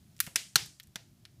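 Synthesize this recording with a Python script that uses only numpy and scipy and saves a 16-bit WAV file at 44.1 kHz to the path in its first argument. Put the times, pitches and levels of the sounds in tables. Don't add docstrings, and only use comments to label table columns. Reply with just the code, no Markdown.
import sys
import numpy as np
from scipy import signal
from scipy.fft import rfft, irfft, next_fast_len
from scipy.io import wavfile
from scipy.ndimage import map_coordinates

SR = 44100
rng = np.random.default_rng(int(sys.argv[2]) if len(sys.argv) > 2 else 0)


def gain_from_decibels(decibels):
    exponent = np.asarray(decibels, float) / 20
    return 10 ** exponent


def bounce(signal):
    frames = np.transpose(np.atleast_2d(signal))
    limited = np.clip(frames, -1, 1)
    pcm = np.round(limited * 32767).astype(np.int16)
    wavfile.write(sys.argv[1], SR, pcm)


N = 61739

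# (frequency [Hz], relative level [dB])
FLAME_SPECTRUM = [(15, -57), (25, -8.5), (70, -2.5), (113, 3), (325, -15.5), (354, -16.5), (501, -31.5),
                  (576, -29.5), (700, -26.5), (910, -69), (1540, -120)]
# (time [s], gain [dB])
FLAME_SWELL = [(0, -0.1), (.2, 1.5), (.4, -3.3), (.6, 1.5), (.8, -4.7), (1.0, -3.3), (1.2, -0.1),
               (1.4, 0.4)]
# (frequency [Hz], relative level [dB])
HISS_SPECTRUM = [(350, -36.5), (600, -9), (1000, -13), (2000, -14.5), (4500, -12), (9000, -15),
                 (15200, -14.5), (16000, -19)]
# (time [s], gain [dB])
HISS_SWELL = [(0, -8.9), (.3, -8.5), (.8, -10.5), (1.4, -11.5)]
POP_TIMES = [.1655, .180, .1915, .2031, .2662, .2713, .3587, .5345, .5572, .5614, .6605, .7993, .8315,
             .8357, .8718, .9575, 1.2524]
# (peak of the direct snap [dB], crack centre [Hz], wood tone [Hz], wood level [dB],
# broad treble level [dB], splitting length [s], room level [dB])
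POP_SOUNDS = [(-49, 5500, 4300, -5, -6, 0.0015, -7), (-46.5, 9000, 1900, -31, -11, 0.00092, -12),
              (-40.5, 11000, 2700, 5, -5, 0.00013, -20), (-1.5, 13000, 1590, -5, -14.5, 0.00036, -15.5),
              (-23, 26300, 2600, 3, -13, 0.00024, -12.5), (-33.5, 10000, 2200, 3.5, -11, 0.00055, -11.5),
              (-5, 7370, 2300, 0.5, -15.5, .0009, -13), (-50.5, 5000, 2100, -6.5, -6.5, .0008, -9.5),
              (-0.5, 5020, 890, -3, -16.5, 0.002, -16), (-12, 5300, 2100, -12, -6, .0004, -5.5),
              (-33, 4900, 2100, -6, 40, 0.0024, -27), (-29, 3930, 1800, 2, -8, 0.0005, -19),
              (-42, 13000, 2100, -28, -3, .0009, -18), (-43, 8120, 2400, -21.5, 3, 0.00065, -19),
              (-42, 15000, 1700, -11, -5, 0.00042, -26), (-21.5, 5600, 1760, -1, -30, 0.0014, -14.5),
              (-36, 5550, 1870, 4.5, -17, .0014, -15.5)]
# (delay [s], level [dB])
WALL_ECHOES = [(.0021, -16), (.0043, -13), (.0068, -18)]
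# (frequency [Hz], time [s])
ROOM_DECAY = [(300, 0.21), (1400, 0.26), (4000, 0.27), (9000, 0.47), (15000, 0.18)]
# (frequency [Hz], relative level [dB])
ROOM_TONE = [(300, 9.5), (1200, -1), (4000, 1.5), (9000, -8.5), (15000, -3)]
# (time [s], swing level before damping [dB], pitch [Hz], starting level of the rush [dB])
GAS_PUFFS = [(.2737, -35, 162, -46.5), (0.357, -41, 236, -39), (0.5589, -27.5, 143.7, -33),
             (0.957, -37, 191, -46.5)]

FLAME_DB, HISS_DB = -58.5, -61
FLUTTER_DB, FLUTTER_RATE_HZ = -2.5, 18
SPLIT_DB = -5
CRACK_Q, WOOD_Q = 1.3, 1.5
LOW_CUT_HZ, LOW_CUT_Q = 1200, 0.9
BOX_DB, BOX_BUILD_S, BOX_T60_S, BOX_DULL_HZ = -6, 0.0015, 0.032, 9000
ROOM_BUILD_S = 0.014
PUFF_CYCLES = 0.8
RUSH_HZ, RUSH_Q, RUSH_T60_S, RUSH_ROOM_DB = 695, 0.5, 0.044, -12
CLIP_TOP, CLIP_HARD = 0.72, 6
RUMBLE_CUT_HZ, DULLS_HZ, TOP_HZ = 44, 14600, 15400


def unit(x):
    return x / np.sqrt(np.mean(x ** 2) + 1e-20)


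def along(points, hz):
    f, v = np.transpose(points)
    return np.interp(np.log(hz + 1), np.log(f + 1), v)


def filtered(x, response):
    m = next_fast_len(len(x) + 8192)
    spectrum = rfft(x, m) * response(np.fft.rfftfreq(m, 1 / SR))
    return irfft(spectrum, m)[:len(x)]


def resonance(f, hz, q):
    damping = 1j * f * hz / q
    return damping / (hz * hz - f * f + damping)


def level(points):
    return gain_from_decibels(np.interp(np.arange(N) / SR, *np.transpose(points)))


def shaped_noise(spectrum):
    return unit(filtered(rng.standard_normal(N), lambda f: gain_from_decibels(along(spectrum, f))))


def flames():
    steps = rng.standard_normal(40)
    flutter = map_coordinates(steps, [np.arange(N) * FLUTTER_RATE_HZ / SR])
    rumble = unit(shaped_noise(FLAME_SPECTRUM) * gain_from_decibels(FLUTTER_DB * flutter))
    rumble = gain_from_decibels(FLAME_DB) * rumble * level(FLAME_SWELL)
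    hiss = gain_from_decibels(HISS_DB) * shaped_noise(HISS_SPECTRUM) * level(HISS_SWELL)
    return rumble + hiss


def firebox():
    t = np.arange(SR // 10) / SR
    box = rng.standard_normal(len(t)) * gain_from_decibels(-60 * t / BOX_T60_S) * (1 - np.exp(-t / BOX_BUILD_S))
    box = filtered(box, lambda f: 1 / (1 + 1j * f / BOX_DULL_HZ))
    return box / np.linalg.norm(box)


def room():
    hz, t, z = signal.stft(rng.standard_normal(SR // 2), SR, nperseg=256)
    tone_db = along(ROOM_TONE, hz)[:, None]
    decay_db = -60 * t / along(ROOM_DECAY, hz)[:, None]
    z = z * gain_from_decibels(tone_db + decay_db)
    tail = signal.istft(z * (1 - np.exp(-t / ROOM_BUILD_S)), SR, nperseg=256)[1][:SR // 2]
    return tail / np.linalg.norm(tail)


def pop_colour(f, crack_hz, wood_hz, wood_db, treble_db):
    crack = resonance(f, crack_hz, CRACK_Q)
    treble = gain_from_decibels(treble_db) * 1j * f / (crack_hz + 1j * f)
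    wood = gain_from_decibels(wood_db) * resonance(f, wood_hz, WOOD_Q)
    s = 1j * f + 1
    low_cut = 1 / (1 + LOW_CUT_HZ / LOW_CUT_Q / s + (LOW_CUT_HZ / s) ** 2) ** 3
    return (crack + treble - wood) * low_cut


def pops():
    out = np.zeros(N + 2 * SR)
    t = np.arange(SR // 10) / SR
    walls = np.zeros(SR // 100)
    walls[0] = 1
    for delay, wall_db in WALL_ECHOES:
        walls[round(delay * SR)] = gain_from_decibels(wall_db)
    for start, sound in zip(POP_TIMES, POP_SOUNDS):
        peak_db, crack_hz, wood_hz, wood_db, treble_db, last, room_db = sound
        colour = lambda f: pop_colour(f, crack_hz, wood_hz, wood_db, treble_db)
        burst = gain_from_decibels(SPLIT_DB) * rng.standard_normal(len(t)) * np.exp(-(t / last) ** 4)
        burst[0] = 1
        snap = filtered(burst, colour)
        box = gain_from_decibels(BOX_DB) * firebox()
        diffuse = gain_from_decibels(room_db) * room()
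        diffuse[:len(t)] += box
        pop = np.linalg.norm(burst) * filtered(diffuse, colour)
        pop[:len(t)] += np.convolve(snap, walls)[:len(t)]
        first = round(start * SR)
        out[first:first + len(pop)] += gain_from_decibels(peak_db) * pop / np.abs(snap).max()
    return out[:N]


def puffs():
    t = np.arange(N) / SR
    push, rush = np.zeros(N), np.zeros(N)
    for start, push_db, hz, rush_db in GAS_PUFFS:
        age = np.maximum(t - start, 0)
        push += gain_from_decibels(push_db) * np.sin(2 * np.pi * hz * age) * np.exp(-age * hz / PUFF_CYCLES)
        rush += gain_from_decibels(rush_db - 60 * age / RUSH_T60_S) * (age > 0)
    dull = lambda f: resonance(f, RUSH_HZ, RUSH_Q) / (1 + 1j * f / (2 * RUSH_HZ))
    rush *= unit(filtered(rng.standard_normal(N), dull))
    answer = gain_from_decibels(RUSH_ROOM_DB) * signal.fftconvolve(rush, room())[:N]
    return push + rush + answer


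def scene():
    return (pops() + puffs() + flames())[None]


def microphone_band(f):
    low_cut = (1j * f / (RUMBLE_CUT_HZ + 1j * f)) ** 2
    droop = 1 / np.sqrt(1 + (f / DULLS_HZ) ** 6)
    edge = 1 / np.sqrt(1 + (f / TOP_HZ) ** 200)
    return low_cut * droop * edge


def low_pass(x):
    return signal.sosfilt(signal.butter(12, 16570, fs=SR, output="sos"), x)


def record(dry):
    soft = dry / (1 + np.abs(dry / CLIP_TOP) ** CLIP_HARD) ** (1 / CLIP_HARD)
    mix = filtered(soft[0], microphone_band)[None]
    return low_pass(mix)


dry = scene()
out = record(dry)
bounce(out)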